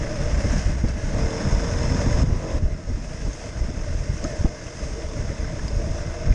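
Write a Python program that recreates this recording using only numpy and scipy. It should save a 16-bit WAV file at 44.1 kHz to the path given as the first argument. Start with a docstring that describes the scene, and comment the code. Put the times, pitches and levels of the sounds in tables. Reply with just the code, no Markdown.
"""Low lumps of wind buffet the microphone first, over the rush of a single-cylinder motorcycle on a wet road.
The microphone rides in a closed case on the rider: coloured noise makes spray and air, resonances make its hum.
Wind is low noise shaped by gusts, with single pressure slaps; drops and grit ring the case.
Exhaust partials stand out while the throttle is open, with crank thrum and valve knocks; a faint whine follows.
The rush and the engine drop suddenly a few times and creep back."""
import sys
import numpy as np
from scipy import signal
from scipy.io import wavfile
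from scipy.ndimage import uniform_filter1d

SR = 44100
rng = np.random.default_rng(int(sys.argv[2]) if len(sys.argv) > 2 else 0)


def generate_wav(sig):
    """Save sig (samples, or channels by samples) to the path in sys.argv[1] as 16-bit PCM at SR."""
    pcm = np.round(np.clip(np.atleast_2d(sig).T, -1, 1) * 32767).astype(np.int16)
    wavfile.write(sys.argv[1], SR, pcm)


N = 279594
T = np.arange(N) / SR


def gain_of(db):
    """Decibels to gain."""
    return 10 ** (np.asarray(db) / 20)


def evened(x):
    """Scales to rms 1."""
    return x / np.sqrt(np.mean(x ** 2) + 1e-20)


def columns(rows):
    """Every column of a curve table, interpolated to sample rate."""
    s, *values = np.transpose(rows)
    return [np.interp(T, np.maximum.accumulate(s), v) for v in values]


def lumps(rate_hz, depth_db):
    """A random gain that wobbles up to a rate, rms 1."""
    lowpass = signal.butter(2, rate_hz, fs=SR, output="sos")
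    slow = signal.sosfilt(lowpass, rng.standard_normal(N + SR))[SR:]  # the first second settles the filter
    return evened(gain_of(depth_db * evened(slow)))


def noise(points, rings=(), patchy_db=0., wander=0., size=512):
    """Random short-time spectra of a given colour, with wandering, fading peaks and drifting patches."""
    hop, hz = size // 4, np.fft.rfftfreq(size, 1 / SR)
    real, imaginary, patches = rng.standard_normal((N // hop + 5, len(hz), 3)).T
    patches = uniform_filter1d(patches, size=7, axis=0)
    patches = evened(uniform_filter1d(patches, size=14, axis=1))
    f, db = np.transpose(points)
    colour = gain_of(np.interp(np.log(hz + 1), np.log(f), db, -120, -120))
    sway = rng.standard_normal((real.shape[1], len(rings), 2))
    sway = uniform_filter1d(sway, size=50, axis=0).T * np.sqrt(50)
    peaks = 0  # power added over the colour
    for (centre, width, peak_db), shift, fade in zip(rings, *sway):
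        offset = (hz[:, None] - centre - wander * width * shift) / width
        peaks = peaks + gain_of(2 * peak_db + 2.5 * fade) / (1 + (2 * offset) ** 2)
    spectra = (real + 1j * imaginary) * colour[:, None] * np.sqrt(1 + peaks)
    spectra = spectra * gain_of(patchy_db * patches)
    return evened(signal.istft(spectra, nperseg=size, noverlap=size - hop)[1][:N])


def resonate(x, hz, width):
    """One resonance of gain 1, fixed or moving, applied twice for steep skirts."""
    turn = np.exp(2j * np.pi * np.cumsum(hz + 0 * T) / SR)
    r = np.exp(-np.pi * width / SR)
    at_zero = x / turn  # the resonance is shifted down to 0 Hz and back up
    return 2 * (turn * signal.lfilter([(1 - r) ** 2], [1, -2 * r, r * r], at_zero)).real


def ring(drive, modes, drift=1):
    """A drive through parallel resonances of alternating sign, rms 1."""
    total = np.zeros(N)
    for k, (hz, width, db) in enumerate(modes):
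        total += (-1) ** k * gain_of(db) * evened(resonate(drive, hz * drift, width))
    return evened(total)


# colour of the wind's low swings: (frequency [Hz], relative density [dB per Hz])
BUFFET_COLOUR = [(12, -30), (25, 3), (40, -1), (70, -3.5), (110, -10), (200, -31.5), (400, -32)]
# colour of the faster flutter: (frequency [Hz], relative density [dB per Hz])
FLUTTER_COLOUR = [(60, -20), (120, 6), (170, 1.5), (260, -3.5), (350, -14.5), (600, -21.5), (1500, -39.5),
                  (4000, -57)]
# breeze between the gusts: (time [s], buffet level [dB])
BREEZE = [(0, -31), (.35, -21.5), (.76, -28.5), (1.1, -23.5), (1.39, -27), (1.7, -23.5), (2.25, -21),
          (2.43, -28), (2.82, -35), (3.45, -34), (3.87, -31), (4.14, -31), (4.18, -42), (4.24, -27.5),
          (4.52, -35), (4.76, -35.5), (4.85, -29.5), (5.13, -37.5), (5.55, -31), (6.34, -30.5)]
# gusts: (centre [s], buffet level [dB], half width to 1/e of the power [s], flutter over buffet [dB])
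GUSTS = [(.02, -23.5, 0.015, -13), (.23, -21.5, 0.04, -8.5), (.45, -12.5, 0.0095, -3.5),
         (.53, -17, 0.044, -4.5), (0.67, -19, 0.029, -6), (.855, -15, 0.017, -13), (1.15, -22, 0.016, -15),
         (1.24, -20.5, 0.037, -10), (1.46, -21, 0.027, -2), (1.55, -12.5, 0.021, -8),
         (1.86, -19.5, 0.022, -7), (1.93, -25, 0.032, 2.5), (2.12, -20.5, 0.088, -4),
         (2.32, -15.5, 0.018, -1.5), (2.57, -21, 0.037, -10.5), (2.652, -12, 0.016, -10),
         (2.73, -26.5, 0.023, -8), (2.945, -21.5, 0.045, -6), (3.26, -21.5, 0.041, -8.5),
         (3.64, -17, 0.045, -10), (3.79, -25, 0.053, -12), (3.962, -21, 0.056, -12),
         (4.12, -20.5, 0.026, -13.5), (4.43, -20, 0.032, -2), (4.81, -28, 0.0095, -5),
         (4.91, -26, 0.057, -15), (5.08, -27.5, 0.027, -14), (5.192, -25.5, 0.038, -4.5),
         (5.299, -19, 0.02, -13), (5.46, -27.5, 0.082, -9), (5.64, -23, 0.02, -12),
         (5.76, -22.5, 0.038, -22), (5.88, -23.5, 0.071, -11), (6.11, -28, 0.028, -13),
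         (6.25, -22.5, 0.047, -14), (6.31, -20.5, 0.055, -11.5)]
BREEZE_FLUTTER_DB = -6.5  # between gusts, over the buffet


def wind():
    """Low pressure swings: breeze and bell-shaped gusts; the faster flutter rides on the same lumps."""
    gusty = lumps(26.0, 2.16)
    low = noise(BUFFET_COLOUR, size=4096) * gusty * lumps(9., 1.4)
    flutter = noise(FLUTTER_COLOUR, size=2048) * gusty * lumps(26.0, 1.23)
    low_power = gain_of(2 * columns(BREEZE)[0])
    flutter_power = low_power * gain_of(2 * BREEZE_FLUTTER_DB)
    for s, db, width, flutter_db in GUSTS:
        bell = gain_of(2 * db) * np.exp(-((T - s) / width) ** 2)
        low_power = low_power + bell
        flutter_power = flutter_power + gain_of(2 * flutter_db) * bell
    return np.sqrt(low_power) * evened(low) + np.sqrt(flutter_power) * evened(flutter)


# single slaps of wind on the microphone: (time [s], peak level [dB], nominal length [s], sign)
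SLAPS = [(.445, -11, .006, 1), (.51, -10, .010, 1), (.561, -11, .005, 1), (.664, -6.5, .009, 1),
         (.8405, -6.5, .004, -1), (.8465, -14, .003, 1), (.854, -12, .014, 1), (1.55, -9, .011, -1),
         (2.147, -8, .012, 1), (2.327, -6, .008, 1), (2.657, -8, .013, 1), (2.937, -16, .014, -1),
         (2.951, -15, .008, 1), (3.253, -14, .008, 1), (3.613, -14, .008, 1), (3.623, -13, .018, -1),
         (3.664, -15, .014, 1), (4.009, -14, .008, -1), (4.397, -14, .009, 1), (4.409, -13, .006, 1),
         (4.414, -16, .01, -1), (4.448, -5.5, .003, 1), (4.4535, -5, .009, 1)]


def slaps():
    """Pressure bumps with a rebound either side and a rough tail; also the gain each leaves the buffet."""
    out, calm = np.zeros(N), np.ones(N)
    rough = noise([(200, 9), (400, 7.5), (1000, -10.0), (1800, -22)], size=1024)  # (Hz, dB per Hz)
    for s, db, length, sign in SLAPS:
        u = (T - s) / (0.35 * length)
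        bump = sign * (1 - .36 * u ** 2) * np.exp(-u ** 2 / 2.2)
        roughness = min(.004 / length, 1)  # short slaps are the rough ones
        tail = np.clip(u, 0, 1) * np.exp(-abs(T - s) / .013) * roughness
        out += gain_of(db) * (bump + .11 * tail * rough)
        calm *= 1 - .8 * np.exp(-((T - s) / .02) ** 2)
    return out, calm


# drops and grit striking the case:
# (time [s], tick strength [dB], low knock over tick [dB], ping pitch [Hz], ping over tick [dB])
STRIKES = [(0.8852, -35, 12, 5340, -4), (3.3317, -33.5, -13, 6380, -3), (4.2415, -25, 14, 6500, -7),
           (4.666, -36, -4, 2730, -4), (5.2807, -40, 22.5, 2090, -2), (5.444, -37, 13, 1550, 2),
           (5.594, -37, 8, 1720, 4), (5.6812, -32, -14, 4960, -2), (6.263, -34.5, 15, 2180, -3),
           (6.325, -38, 4, 2420, 0.5)]
# modes of the case, the first three its body, the others its shell:
# (frequency [Hz], relative level [dB], decay by 60 dB [s])
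CASE_MODES = [(300, 0, .04), (620, -1, .04), (1280, -5, .02), (2300, -10, .005), (3600, -18, .004),
              (5350, 0, .004), (6400, -5, .006)]


def ticks():
    """Listed strikes, each with a short rough ping, and many faint random ones ring the case's modes."""
    high, low, pings = np.zeros((3, N + 2000))
    t = T[:2000]
    rattles = rng.standard_normal((len(STRIKES), len(t)))
    for (s, db, knock_db, hz, ping_db), rattle in zip(STRIKES, rattles):
        start = round(s * SR)
        at = slice(start, start + len(t))
        high[at] += gain_of(db) * (rattle * np.exp(-t / .003) + 6 * (t == 0))
        # the knock swells after the tick
        low[at] += gain_of(db + knock_db) * rattle * t / .004 * np.exp(-t / .005)
        roughness = 1 + evened(uniform_filter1d(rattle, size=60)) / 2
        pings[at] += gain_of(db + ping_db - 60 * t / .04) * roughness * np.sin(2 * np.pi * hz * t)
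    faint_db = -33 + 3.5 * np.minimum(rng.exponential(1, N), 3)
    high[:N] += gain_of(faint_db) * (rng.random(N) < 60 / SR)  # about 60 a second
    modes = [gain_of(db - 60 * t / t60) * np.sin(2 * np.pi * hz * t) for hz, db, t60 in CASE_MODES]
    body, shell = (m / np.linalg.norm(m) for m in (sum(modes[:3]), sum(modes[3:])))
    rung = signal.oaconvolve(low, body) + signal.oaconvolve(high, shell)
    struck = rung[:N] / 2 + pings[:N]
    # the case dulls above its top mode
    return signal.sosfilt(signal.butter(4, 8000., fs=SR, output="sos"), struck)


# a faint whine sinks after the throttle shuts: (time [s], pitch [Hz], level [dB])
WHINE = [(2.62, 1534, -62), (2.846, 1276, -57), (2.95, 1200, -66)]


def whine():
    """One sliding sine of wavering level that fades in and out."""
    hz, db = columns(WHINE)
    start, end = WHINE[0][0], WHINE[-1][0]
    fade = np.clip(np.minimum(T - start, end - T) / .04, 0, 1)
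    tone = np.sin(2 * np.pi * np.cumsum(hz) / SR)
    return np.sqrt(2) * gain_of(db) * fade * lumps(12., 1.4) * tone


# spray and air, swelling as a car and a bike pass, before the drops:
# (time [s], rush level [dB], treble over rush [dB])
RUSH = [(0, -40.5, -6.5), (.4, -39, -4), (.6, -36.5, -3), (.86, -42.5, -5), (.895, -40, -1.5),
        (.93, -42, -5), (1.05, -41, -2.5), (1.2, -39, -4), (2.2, -39, -3), (2.58, -40, -4),
        (2.75, -42.5, -4), (3.3, -42.5, -1), (3.5, -42, -1.5), (3.7, -43, -2.5), (4.2, -44, -0.5),
        (4.3, -41.5, -1), (4.52, -45.5, -2.5), (4.85, -44, -0.5), (5.4, -44.5, -3), (5.95, -44, -2),
        (6.34, -43.5, -6.5)]
# hollow hum of the case: (time [s], level over rush [dB])
HUM = [(0, 6), (.5, 4), (.6, -2), (.86, 4), (1.2, 3.5), (2.4, 2), (2.7, 6), (3, 3.5), (3.3, 4), (4.1, 4.5),
       (4.27, 9), (4.4, 4), (5.3, 7), (5.45, 3.5), (5.88, 8), (6.34, 5.5)]
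# colours of the middle and the treble: (frequency [Hz], relative density [dB per Hz])
MID = [(440, -5), (750, -0.5), (1050, -2.5), (1290, -1.5), (1350, -7), (1430, -3), (1900, -2.5),
       (2300, -6.5), (3450, -15), (4400, -16), (5700, -60)]
TREBLE = [(2470, -4), (4200, -11), (4450, -8.5), (4890, -1.5), (5740, 2), (6090, 0.5), (6510, 0),
          (7150, -6.5), (9310, -14.5), (10100, -27), (10900, -26.5), (12200, -44), (15900, -61)]
# peaks standing over those colours: (frequency [Hz], width [Hz], level over the colour [dB])
MID_RINGS = [(1650, 300, 1.5), (2075, 55, 7.5), (2580, 110, 2)]
TREBLE_RINGS = [(6430, 170, -1)]
# resonances of the hollow hum: (frequency [Hz], width [Hz], relative level [dB])
HOLLOW = [(321.5, 58, -0.5), (454.4, 68, 0), (596.2, 70, 3.5), (660, 103, -3)]


def rush(beat):
    """Spray and air in three ranges of the case; the firing beat throbs in the lower two."""
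    rush_db, treble_db = columns(RUSH)
    shared = lumps(22.0, 0.85)
    mid = evened(noise(MID, MID_RINGS, patchy_db=1.0, wander=.2, size=1024) * beat)
    treble = noise(TREBLE, TREBLE_RINGS, patchy_db=1.0)
    drive = rng.standard_normal(N) * lumps(9.6, 1.64) * beat
    hollow = ring(drive, HOLLOW, drift=lumps(5., 0.22))  # its pitch wavers by a few percent
    mix = mid + gain_of(treble_db) * treble + gain_of(columns(HUM)[0]) * hollow
    return gain_of(rush_db) * shared * mix


# sudden drops of the rush and engine: (time of the full drop [s], depth [dB], time constant of return [s])
DROPS = [(.602, 3, 0.45), (2.238, 7.5, 0.35), (2.591, 6.5, 0.72), (3.51, 2, 1)]
DROP_S = .005  # length of each fall


def ducking():
    """A gain that falls within milliseconds at each drop and creeps back exponentially."""
    depth_db = 0
    for s, db, back in DROPS:
        fall = np.clip((T - s) / DROP_S + 1, 0, 1)
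        depth_db = depth_db + db * fall * np.exp(-np.maximum(T - s, 0) / max(back, .01))
    return gain_of(-depth_db)


# engine speed, a lower gear is taken near 1 s: (time [s], firings per second [Hz])
SPEED = [(0, 32.2), (.95, 31.8), (1.12, 40.2), (1.5, 41.7), (1.8, 42.9), (2, 43.8), (2.2, 44.7),
         (2.4, 45.8), (2.6, 46.2), (3, 46), (6.34, 43)]


def firing_cycle():
    """Firing rate in Hz and its running count of firings."""
    hz = columns(SPEED)[0]
    return hz, np.cumsum(hz) / SR


# firing beat heard in the rush: (time [s], depth [0-1])
BEAT = [(0, 0.36), (.9, 0.18), (1.2, 0.14), (2.1, 0.34), (2.58, 0.1), (2.65, 0.22)]


def firing_beat(cycle):
    """A gain that jumps at each firing and decays until the next."""
    pulse = evened(np.exp(-(cycle % 1) / .5))
    return 1 + columns(BEAT)[0] * (pulse - .7)


# resonances of the exhaust pipe: (frequency [Hz], relative level [dB])
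PIPE = [(220, -6), (310, -4), (400, -12), (470, -6), (515, -10), (553, -1), (585, -8), (620, -6),
        (720, -14), (870, -17), (965, -16), (1300, -21)]
MESH, MESH_DB = 11, 6.5  # meshing teeth lift every eleventh multiple of the firing rate by this much


def exhaust_note(hz, cycle):
    """Rough multiples of the firing rate slide through the fixed resonances of the pipe."""
    pipe_hz, pipe_db = np.transpose(PIPE)
    uneven = cycle + .002 * np.log(lumps(25, 8.7))  # firings come a little early or late
    note = np.zeros(N)
    for k in range(5, 31):
        level = gain_of(np.interp(k * hz, pipe_hz, pipe_db) + MESH_DB * (k % MESH == 0))
        note += level * lumps(6, 1.8) * np.cos(2 * np.pi * (k * uneven + rng.random()))
    return note


# resonances of the castings: (frequency [Hz], width [Hz], relative level [dB])
CASTINGS = [(950, 150, -1.5), (1150, 420, -5), (1530, 170, -3), (2180, 300, -7), (3530, 210, -8),
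            (5020, 220, -3), (5260, 140, 0), (5600, 300, -5), (6530, 250, -3), (7400, 300, -13)]


def valve_clatter(cycle):
    """Four unequal bursts of noise a firing cycle ring the engine castings."""
    quarter = 4 * cycle
    strength = np.array([1, .4, .7, .35])[quarter.astype(int) % 4]
    knocks = (.15 + strength * np.exp(-(quarter % 1) / .4)) * rng.standard_normal(N)
    return ring(knocks, CASTINGS)


# throttle opens near 1 s, shuts at 2.6 s; before the drops:
# (time [s], gain on the exhaust note [dB], valve clatter level [dB])
ENGINE = [(0, -60, -47), (.6, -45.5, -44.5), (.9, -58, -50), (1.05, -50.5, -59), (1.2, -38, -41),
          (1.8, -39.5, -40), (2.23, -37, -40), (2.4, -36.5, -47), (2.5, -34.5, -42), (2.585, -39.5, -46),
          (2.6, -54, -48)]
# crank thrum before the drops: (time [s], level [dB])
THRUM = [(0, -38), (.6, -32), (.75, -22.5), (.9, -24), (1.2, -52), (1.8, -32.5), (2.4, -37), (2.55, -50),
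         (3.5, -57)]


def engine(hz, cycle):
    """Exhaust note, valve clatter and the crank's thrum, a sine at two crank turns a firing."""
    note_db, clatter_db = columns(ENGINE)
    thrum = gain_of(columns(THRUM)[0]) * np.cos(4 * np.pi * cycle)
    tones = gain_of(note_db) * exhaust_note(hz, cycle) + thrum
    return np.sqrt(2) * tones + gain_of(clatter_db) * valve_clatter(cycle)


def scene():
    """All sources at the one microphone in the case; slaps displace the wind's buffet."""
    hz, cycle = firing_cycle()
    bumps, calm = slaps()
    ride = (rush(firing_beat(cycle)) + engine(hz, cycle)) * ducking()
    return (wind() * calm + bumps + ticks() + whine() + ride)[None]


def record(dry):
    """Rumble cut, a preamp that rounds the tallest peaks, then the band limit."""
    cut = signal.sosfilt(signal.butter(1, 14., "high", fs=SR, output="sos"), dry)
    rounded = cut / (1 + (cut / .8) ** 4) ** .25
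    band = signal.firwin(511, 12387, window=("kaiser", 9), fs=SR)  # lowpass edge in Hz
    return signal.oaconvolve(rounded, band[None], "same")


dry = scene()
out = record(dry)
generate_wav(out)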